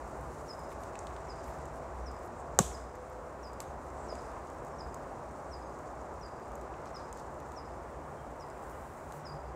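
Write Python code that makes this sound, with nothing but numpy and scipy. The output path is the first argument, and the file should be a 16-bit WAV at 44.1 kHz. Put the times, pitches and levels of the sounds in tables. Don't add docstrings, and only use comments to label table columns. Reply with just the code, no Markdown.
import sys
import numpy as np
from scipy import signal
from scipy.fft import rfft, irfft, next_fast_len
from scipy.io import wavfile

SR = 44100
rng = np.random.default_rng(int(sys.argv[2]) if len(sys.argv) > 2 else 0)


def voltage_ratio(level):
    return 10 ** (np.asarray(level, float) / 20)


def persist_wave(psi):
    counts = np.round(np.clip(psi, -1, 1) * 32767).astype(np.int16)
    wavfile.write(sys.argv[1], SR, np.atleast_2d(counts).T)


N = 421155

# f/Hz, density/dB
ROAR_SPECTRUM = [(15, -46), (25, -20), (60, 0.5), (76, -2.5), (103, -9.5), (150, -8.5), (182, -13),
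                 (242, -9.5), (314, -10), (374, -6), (417, -8.5), (632, -5), (1110, -9.5), (3320, -45),
                 (4600, -47), (5980, -46), (10100, -120)]
# t/s, level/dB
TRAFFIC_LEVEL = [(0.0, -43.5), (0.5, -44), (1.6, -44), (2.7, -44), (2.95, -45.5), (3.6, -45), (4.15, -43),
                 (4.47, -44), (4.75, -43.5), (5.4, -44), (6.8, -44), (8.2, -45), (8.8, -45.5),
                 (9.55, -45.5)]
# middle t/s, length/s, level/dB
CAR_HISSES = [(0.1, 0.66, -71), (0.9, 0.41, -69), (1.35, 0.54, -69), (2.0, 0.96, -72.5), (2.74, 0.2, -74),
              (4.25, 0.52, -68), (5.05, 0.3, -74), (6.9, 0.42, -70.5), (8.0, 1, -75), (8.75, 0.39, -69.5),
              (9.2, 0.3, -71)]
# middle t/s, length/s, drone level/dB
ENGINE_PULLS = [(0.1, 0.48, -46), (0.9, 0.25, -51), (1.33, 0.34, -42.5), (1.92, 0.56, -39.5),
                (2.65, 0.37, -42.5), (3.2, 0.25, -47), (3.8, 0.83, -48), (4.8, 0.46, -49),
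                (5.4, 0.4, -45.5), (6.5, 0.4, -48), (8.0, 0.67, -47), (8.95, 0.2, -53), (9.5, 0.22, -47)]
# middle t/s, length/s, overtone level/dB
ENGINE_REVS = [(0.2, 0.36, -52.5), (1.75, 0.71, -58), (2.6, 0.22, -54), (4.8, 0.4, -55), (6.85, 0.24, -64),
               (7.7, 0.97, -56.5), (8.72, 0.2, -59), (9.3, 0.45, -49)]
# start t/s, end t/s, f/Hz, level/dB
GEAR_WHINES = [
    (0.5, 2.4, 667, -58),
    (1.6, 2.77, 501, -62),
    (2.8, 3.5, 503, -55.5),
]
HISS_IDLE_DB, DRONE_IDLE_DB, OVERTONE_IDLE_DB = -68, -58, -65

# t/s, rustle level/dB, crisp level of the hand's nearer leaves/dB
LEAF_STIR = [(0.0, -66, -72), (0.6, -65.5, -72.5), (1.09, -67, -76), (1.45, -63.5, -77), (1.78, -68, -75.5),
             (2.5, -69, -77), (2.79, -63, -74), (2.93, -71, -77.5), (3.75, -70.5, -75.5), (4.15, -65, -77),
             (4.45, -68, -76), (7.5, -69, -77), (8.32, -73, -75), (8.78, -74, -67.5), (9.05, -71, -71.5),
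             (9.55, -72, -78)]
# f/Hz, density/dB
LEAF_SPECTRUM = [(1470, -42), (2500, -18.5), (2900, -34), (3180, -22.5), (3520, 1), (5650, 6.5), (7190, 10),
                 (8600, 2.5), (10700, -10.5), (11200, -11.5), (14700, -12.5), (16000, -9)]
# middle t/s, length/s, level/dB, lowest f/Hz, highest f/Hz
LEAF_SHUFFLES = [(0.4, 0.4, -74, 8000, 11700), (2.398, .05, -66, 6800, 8600),
                 (4.02, 0.094, -64, 7240, 8300), (.722, 0.027, -60.5, 2500, 11500),
                 (0.828, .05, -68, 6000, 14000), (1.482, .06, -66, 4000, 15000),
                 (1.543, .1, -72, 5000, 15000), (1.767, .03, -68, 6000, 11000),
                 (2.26, 0.034, -68, 6600, 14000), (3.616, 0.022, -58, 7500, 11500),
                 (4.22, .22, -70, 5000, 9900), (6.875, 0.04, -65, 4000, 6500),
                 (7.0, 0.063, -65, 4000, 6460), (7.187, 0.057, -66, 4000, 6500),
                 (8.71, 0.02, -65, 6000, 15500), (8.85, .3, -76, 8000, 15500),
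                 (9.153, 0.06, -65, 5000, 15500)]

# t/s, length/s, initial f/Hz, final f/Hz, level/dB
FAR_BIRD_GLIDES = [
    (1.95, 0.1, 6100, 5900, -76),
    (2.35, 0.07, 6840, 8000, -76),
    (3.65, 0.06, 6450, 6520, -75),
    (4.7, 0.06, 5700, 5150, -76),
    (8.715, 0.035, 2900, 2860, -75),
    (5.29, 0.04, 8800, 8400, -77),
    (5.46, 0.06, 8500, 8300, -76),
    (5.63, 0.05, 6500, 6500, -76),
    (8.175, 0.04, 3180, 3170, -78),
]
FAR_EDGE_DB = -3.0
# t/s, length/s, final f/Hz, fall time/s, level/dB
WARBLER_CHIRPS = [(0.477, 0.046, 5030, 0.018, -53.5), (1.281, 0.058, 4800, 0.012, -57.5),
                  (2.056, 0.04, 4880, 0.014, -58), (2.721, 0.048, 4960, 0.0166, -58),
                  (3.427, 0.062, 4880, 0.015, -58), (4.083, 0.05, 4870, 0.01, -55.5),
                  (4.781, 0.036, 4840, 0.015, -56.5), (5.508, 0.065, 4905, 0.019, -58.5),
                  (6.209, 0.058, 4825, 0.016, -58.5), (6.939, 0.036, 4950, 0.015, -57.5),
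                  (7.555, 0.064, 4890, 0.023, -59.5), (8.394, 0.048, 4960, 0.017, -60),
                  (9.246, 0.066, 4820, 0.011, -56.5)]
CHIRP_TOP_HZ, CHIRP_SHELF_HZ, CHIRP_BEND = 5810, 5030, 2.15
CHIRP_STEP_S, CHIRP_STEP_WIDTH_S = 0.0293, 0.0027
CHIRP_ENTRY_DB, CHIRP_EXIT_DB = -6.0, -3.0

# f/Hz, t60/s
WOOD_DECAY = [
    (300, 0.15),
    (1500, 0.054),
    (4000, 0.48),
    (8000, 0.45),
    (15000, 0.33),
]
# f/Hz, level/dB
WOOD_LEVEL = [
    (300, 6),
    (2000, 1.5),
    (4500, -1.5),
    (7200, -5.5),
    (11000, 1.5),
    (15000, -3),
]
NEAR_ECHO_DB, FAR_ECHO_DB, FAR_ECHO_CUT_HZ = -5.0, -6.0, 4950

# t/s, peak level/dB, woody part/dB, crisp part/dB
TWIG_CRACKS = [(0.2095, -48.5, -21, -16), (0.835, -46.5, -6, -20), (0.9545, -46, -5, -26),
               (0.9899, -36, -35, -32), (1.0076, -50, -16, -33), (1.0692, -45, 0, -26),
               (1.1253, -55, -7, -19), (1.164, -50, 2, -30), (2.5886, -8, -13.5, -20),
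               (2.7716, -48, -8, -22), (2.954, -51, -14, -12), (3.098, -57, -18, -4),
               (3.6030, -32.5, -6.5, -17), (4.153, -43, -10, -22), (4.648, -47, -24, -12),
               (4.6678, -53, -15, -21), (4.9434, -42, -20, -16), (6.5176, -53, -11, -11),
               (6.554, -48, -15, -10), (6.8568, -48, -11, -18), (6.9597, -51, -9, -16),
               (7.1268, -38, -19, -16), (7.1726, -49, -17, -12), (7.1965, -48, -14, -14),
               (7.4012, -51, -11, -11), (7.5188, -48, -10, -16), (8.5001, -48, -16, -27),
               (9.1221, -44.5, -9, -13)]
# t/s, peak level/dB
FURTHER_CRACKS = [(0.5926, -50), (1.4413, -50), (1.6546, -48), (2.1141, -52), (2.143, -57), (3.5319, -50),
                  (3.902, -53), (4.219, -54), (4.3156, -52), (4.5002, -51), (4.5456, -56), (5.695, -54),
                  (5.7254, -57), (5.7885, -55), (5.9125, -59), (6.3974, -56), (6.4807, -56), (6.6124, -50.5),
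                  (7.3422, -57), (8.3145, -59), (8.4088, -53), (8.6233, -56), (8.6677, -56), (8.6966, -51)]
TICK_WOODY_DB, TICK_CRISP_DB = -15, -15
STRAY_TICKS_PER_S, STRAY_DB, STRAY_SPREAD_DB = 5, -59.0, 2.0
# t/s, peak level/dB, f/Hz
TWIG_KNOCKS = [(0.7173, -43, 2170), (0.9542, -35, 2560), (1.1089, -45, 2200), (1.277, -44, 2030),
               (1.481, -44, 2290), (2.5616, -57, 2100), (2.7147, -39, 2100), (4.3665, -45, 2170),
               (6.7391, -45, 2600), (6.7825, -45, 2020), (7.4639, -54, 2300)]
# t/s, level/dB
STICK_BLOWS = [
    (2.5891, -10),
    (2.5945, -19.5),
]
# f/Hz, level/dB, t60/s
STICK_MODES = [
    (486, -4.5, 0.026),
    (845, -5.5, 0.028),
    (1174, -7.5, 0.025),
    (1570, -4, 0.0049),
    (2250, -116, 0.0014),
    (4000, -20, 0.0036),
]
# t/s, level/dB, f/Hz, length/s
SOIL_THUDS = [
    (2.6003, -19.5, 172, .0115),
    (4.1258, -29, 620, .004),
]
BOUNCE_S, BOUNCE_DB, BOUNCE_CUT_HZ = .0027, -11, 9000

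# f/Hz, rms level/dB
ELECTRONIC_WHINES = [
    (10341, -91),
    (14277, -92),
]


def unit(x):
    return x / np.sqrt(np.mean(x ** 2) + 1e-20)


def in_time(rows):
    s, *columns = np.transpose(rows)
    return [np.interp(np.arange(N) / SR, s, c) for c in columns]


def at_hz(points, hz):
    table_hz, table_db = np.array(points)[:, 0], np.array(points)[:, 1]
    return np.interp(np.log(hz), np.log(table_hz), table_db)


def drift(rate):
    r = np.exp(-80 * np.pi * rate / SR)
    slow = signal.lfilter([1], [1, -2 * r, r * r], rng.standard_normal(N // 40 + 2002))[2000:]
    return np.interp(np.arange(N) / 40, np.arange(len(slow)), unit(slow))


def swells(rows, idle_db):
    t = np.arange(N) / SR
    rises = sum(voltage_ratio(db) ** 2 * np.exp(-(2 * (t - s) / length) ** 2) for s, length, db in rows)
    return np.sqrt(voltage_ratio(idle_db) ** 2 + rises)


def ring(clicks, hz, t60):
    r, w = voltage_ratio(-60 / (t60 * SR)), 2 * np.pi * hz / SR
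    return signal.lfilter([0, np.sin(w)], [1, -2 * r * np.cos(w), r * r], clicks + 1e-18)


def clicks_at(seconds, db):
    out = np.zeros(N)
    np.add.at(out, np.round(np.asarray(seconds) * SR).astype(int), voltage_ratio(np.asarray(db)))
    return out


def coloured(source, spectrum):
    size = next_fast_len(N)
    hz = np.maximum(np.fft.rfftfreq(size, 1 / SR), 1)
    inside = (hz > spectrum[0][0]) & (hz < spectrum[-1][0])
    return unit(irfft(rfft(source, size) * voltage_ratio(at_hz(spectrum, hz)) * inside, size)[:N])


def sieve(x, order, kind, hz):
    return signal.sosfilt(signal.butter(order, hz, kind, fs=SR, output="sos"), x)


def band(x, low_hz, high_hz, order=2):
    return sieve(x, order, "band", [low_hz, min(high_hz, .45 * SR)])


def road():
    roar_db, = in_time(TRAFFIC_LEVEL)
    tyres = coloured(rng.standard_normal(N), ROAR_SPECTRUM)
    hiss = signal.sosfiltfilt(signal.butter(3, 1700, "high", fs=SR, output="sos"), tyres)
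    roar = (tyres - hiss) * voltage_ratio(roar_db + 0.35 * drift(6.3))
    roar += unit(hiss) * swells(CAR_HISSES, HISS_IDLE_DB) * voltage_ratio(4.5)
    drone = unit(ring(rng.standard_normal(N), 62.1, 0.67)) * swells(ENGINE_PULLS, DRONE_IDLE_DB) * voltage_ratio(-6.5)
    overtone = unit(ring(rng.standard_normal(N), 146.7, 0.36))
    overtone = overtone * swells(ENGINE_REVS, OVERTONE_IDLE_DB) * voltage_ratio(-3.5)
    return roar + drone + overtone + gears()


def gears():
    out = np.zeros(N)
    for start, end, hz, db in GEAR_WHINES:
        passing = np.interp(np.arange(N) / SR, [start, start + 0.16, end - .15, end], [0, 1, 1, 0])
        phase = 2 * np.pi * np.cumsum(hz + 2.0 * drift(3.0)) / SR
        out += np.sqrt(2) * np.sin(phase) * voltage_ratio(db + 3.0 * drift(4.0)) * passing
    return out


def rustle():
    rustle_db, crisp_db = in_time(LEAF_STIR)
    sizes = voltage_ratio(4.5 * np.minimum(rng.exponential(1, N), 5)) * rng.choice([-1, 1], N)
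    grains = sizes * (rng.random(N) < 600 * voltage_ratio(5 * drift(8.0)) / SR)
    leaves = coloured(rng.standard_normal(N) + 0.37 * unit(grains), LEAF_SPECTRUM)
    crisp = unit(sieve(leaves, 4, "high", 9700))
    soft = unit(sieve(leaves, 4, "low", 9700))
    return soft * voltage_ratio(rustle_db - 3.0 + 1.56 * drift(28.0)) + crisp * voltage_ratio(crisp_db + 1.2 * drift(10.0))


def shuffles():
    out = np.zeros(N)
    for s, length, db, low_hz, high_hz in LEAF_SHUFFLES:
        size = round(2 * length * SR)
        grit = rng.standard_normal((2, 40000))[:, :size]
        crackle = band(grit[0] * voltage_ratio(5.0 * grit[1]), low_hz, high_hz)
        out[round(s * SR) - size // 2:][:size] += unit(crackle) * np.hanning(size) * voltage_ratio(db)
    return out


def wood(x, gap, stretch):
    t, tail = np.arange(SR) / SR, 0
    edges = 200 * 2 ** np.arange(0, 6.6, .5)
    for low, high in zip(edges, edges[1:]):
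        hz = np.sqrt(low * high)
        level_db = at_hz(WOOD_LEVEL, hz) - t * 60 / stretch / at_hz(WOOD_DECAY, hz)
        tail = tail + band(rng.standard_normal(SR), low, high) * voltage_ratio(level_db)
    tail = tail * np.clip(t / gap, 0, 1)
    return signal.fftconvolve(x, tail / np.sqrt(np.sum(tail ** 2)))[:N]


def far_bird_calls():
    calls = []
    for s, length, from_hz, to_hz, db in FAR_BIRD_GLIDES:
        middle = (s + length / 2, (from_hz + to_hz) / 2, db)
        calls.append([(s, from_hz, db + FAR_EDGE_DB), middle, (s + length, to_hz, db + FAR_EDGE_DB)])
    return calls


def warbler_calls():
    share = np.linspace(0, 1, num=24)
    swell_db = np.interp(share, [0, .4, 1], [CHIRP_ENTRY_DB, -1.5, CHIRP_EXIT_DB])
    calls = []
    for s, length, hz, fall, db in WARBLER_CHIRPS:
        t = share * length
        drop = (CHIRP_TOP_HZ - CHIRP_SHELF_HZ) * np.exp(-(t / fall) ** CHIRP_BEND)
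        step = (CHIRP_SHELF_HZ - hz) / (1 + np.exp((t - CHIRP_STEP_S) / CHIRP_STEP_WIDTH_S))
        calls.append(np.transpose([s + t, hz + step + drop, db + swell_db]))
    return calls


def whistles(calls, flutter_db):
    out, flutter = np.zeros(N), voltage_ratio(flutter_db * drift(140.0))
    for call in calls:
        s, hz, db = np.transpose(call)
        at = np.arange(round(s[0] * SR), round(s[-1] * SR))
        edges = signal.windows.tukey(len(at), .25)
        phase = 2 * np.pi * np.cumsum(np.interp(at / SR, s, hz)) / SR
        out[at] += np.sqrt(2) * voltage_ratio(np.interp(at / SR, s, db)) * edges * np.sin(phase)
    return out * flutter


def birds():
    song = whistles(warbler_calls(), flutter_db=3.5) + whistles(far_bird_calls(), flutter_db=4.5)
    perch_echo = voltage_ratio(NEAR_ECHO_DB) * wood(song, gap=0.0016, stretch=0.21)
    song = voltage_ratio(0.5) * (song + perch_echo)
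    dulled = sieve(song, 12, "low", FAR_ECHO_CUT_HZ)
    swaying = voltage_ratio(FAR_ECHO_DB + 3.0 * drift(40.0))
    return song + wood(dulled, gap=0.02, stretch=1.3) * swaying


def thud():
    out = np.zeros(N)
    for s, db, hz, length in SOIL_THUDS:
        t = np.arange(round(length * SR)) / SR
        push = np.sin(np.pi * t / length) ** 0.46
        out[round(s * SR):][:len(t)] += voltage_ratio(db) * push * -np.cos(2 * np.pi * hz * t)
    return out


def all_cracks():
    count = round(STRAY_TICKS_PER_S * N / SR)
    where, size = rng.random(count), rng.standard_normal(count)
    stray = list(zip(where * (N / SR - .1), STRAY_DB + STRAY_SPREAD_DB * size))
    ticks = [(s, db, TICK_WOODY_DB, TICK_CRISP_DB) for s, db in [*FURTHER_CRACKS, *stray]]
    return [*TWIG_CRACKS, *ticks]


def cracks(table, fibrous):
    s, db, woody_db, crisp_db = np.transpose(table)
    after = np.arange(200)
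    tearing = np.exp(-after / 14) + .5 * np.exp(-after / 80)
    at = np.round((s + .0009) * SR).astype(int)[:, None] + after
    parts = np.zeros((3, N))
    for part, gain_db in zip(parts, (db + 22.5, db + woody_db + 24.0, db + crisp_db + 25.0)):
        fibres = fibrous * rng.standard_normal(at.shape) * tearing
        fibres[:, 0] = 1
        fibres /= np.sqrt(np.sum(fibres ** 2, axis=1, keepdims=True))
        np.add.at(part, at, fibres * voltage_ratio(gain_db)[:, None])
    bright = band(parts[0], 6250, 8270) - voltage_ratio(-16.5) * band(parts[0], 9800, 10300)
    woody, crisp = band(parts[1], 1700, 4500), band(parts[2], 10100, 14500)
    knocks = sum(ring(clicks_at([t + 0.0007], db - 1.0), hz, 0.0058) for t, db, hz in TWIG_KNOCKS)
    return bright - woody + crisp + band(knocks, 1200, 4500)


def stick():
    blow = signal.lfilter([.4], [1, -.6], clicks_at(*np.transpose(STICK_BLOWS)))
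    return sum(ring(blow, hz, t60) * voltage_ratio(db) * (-1) ** k for k, (hz, db, t60) in enumerate(STICK_MODES))


def gathering():
    body, table = stick(), all_cracks()
    near = cracks(table, fibrous=.15) + body
    bounce = sieve(np.roll(near, round(BOUNCE_S * SR)), 1, "low", BOUNCE_CUT_HZ)
    scattered = wood(cracks(table, fibrous=0) + body, gap=0.0033, stretch=1.0)
    return near + voltage_ratio(BOUNCE_DB) * bounce + thud() + voltage_ratio(-11) * scattered


def scene():
    return (road() + rustle() + shuffles() + birds() + gathering())[None]


def roll_off(x):
    return signal.sosfilt(signal.butter(12, 16790, fs=SR, output="sos"), x)


def record(dry):
    whine = sum(voltage_ratio(db) * unit(ring(rng.standard_normal(N), hz, .06)) for hz, db in ELECTRONIC_WHINES)
    whine = whine * np.clip(np.arange(N) / SR - 2.2, 0, 1)
    bass_cut = signal.butter(4, 38, "high", fs=SR, output="sos")
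    top_cut = signal.cheby2(14, 35, 15950, fs=SR, output="sos")
    mix = signal.sosfilt(np.vstack([bass_cut, top_cut]), dry + whine)
    return roll_off(mix)


dry = scene()
out = record(dry)
persist_wave(out)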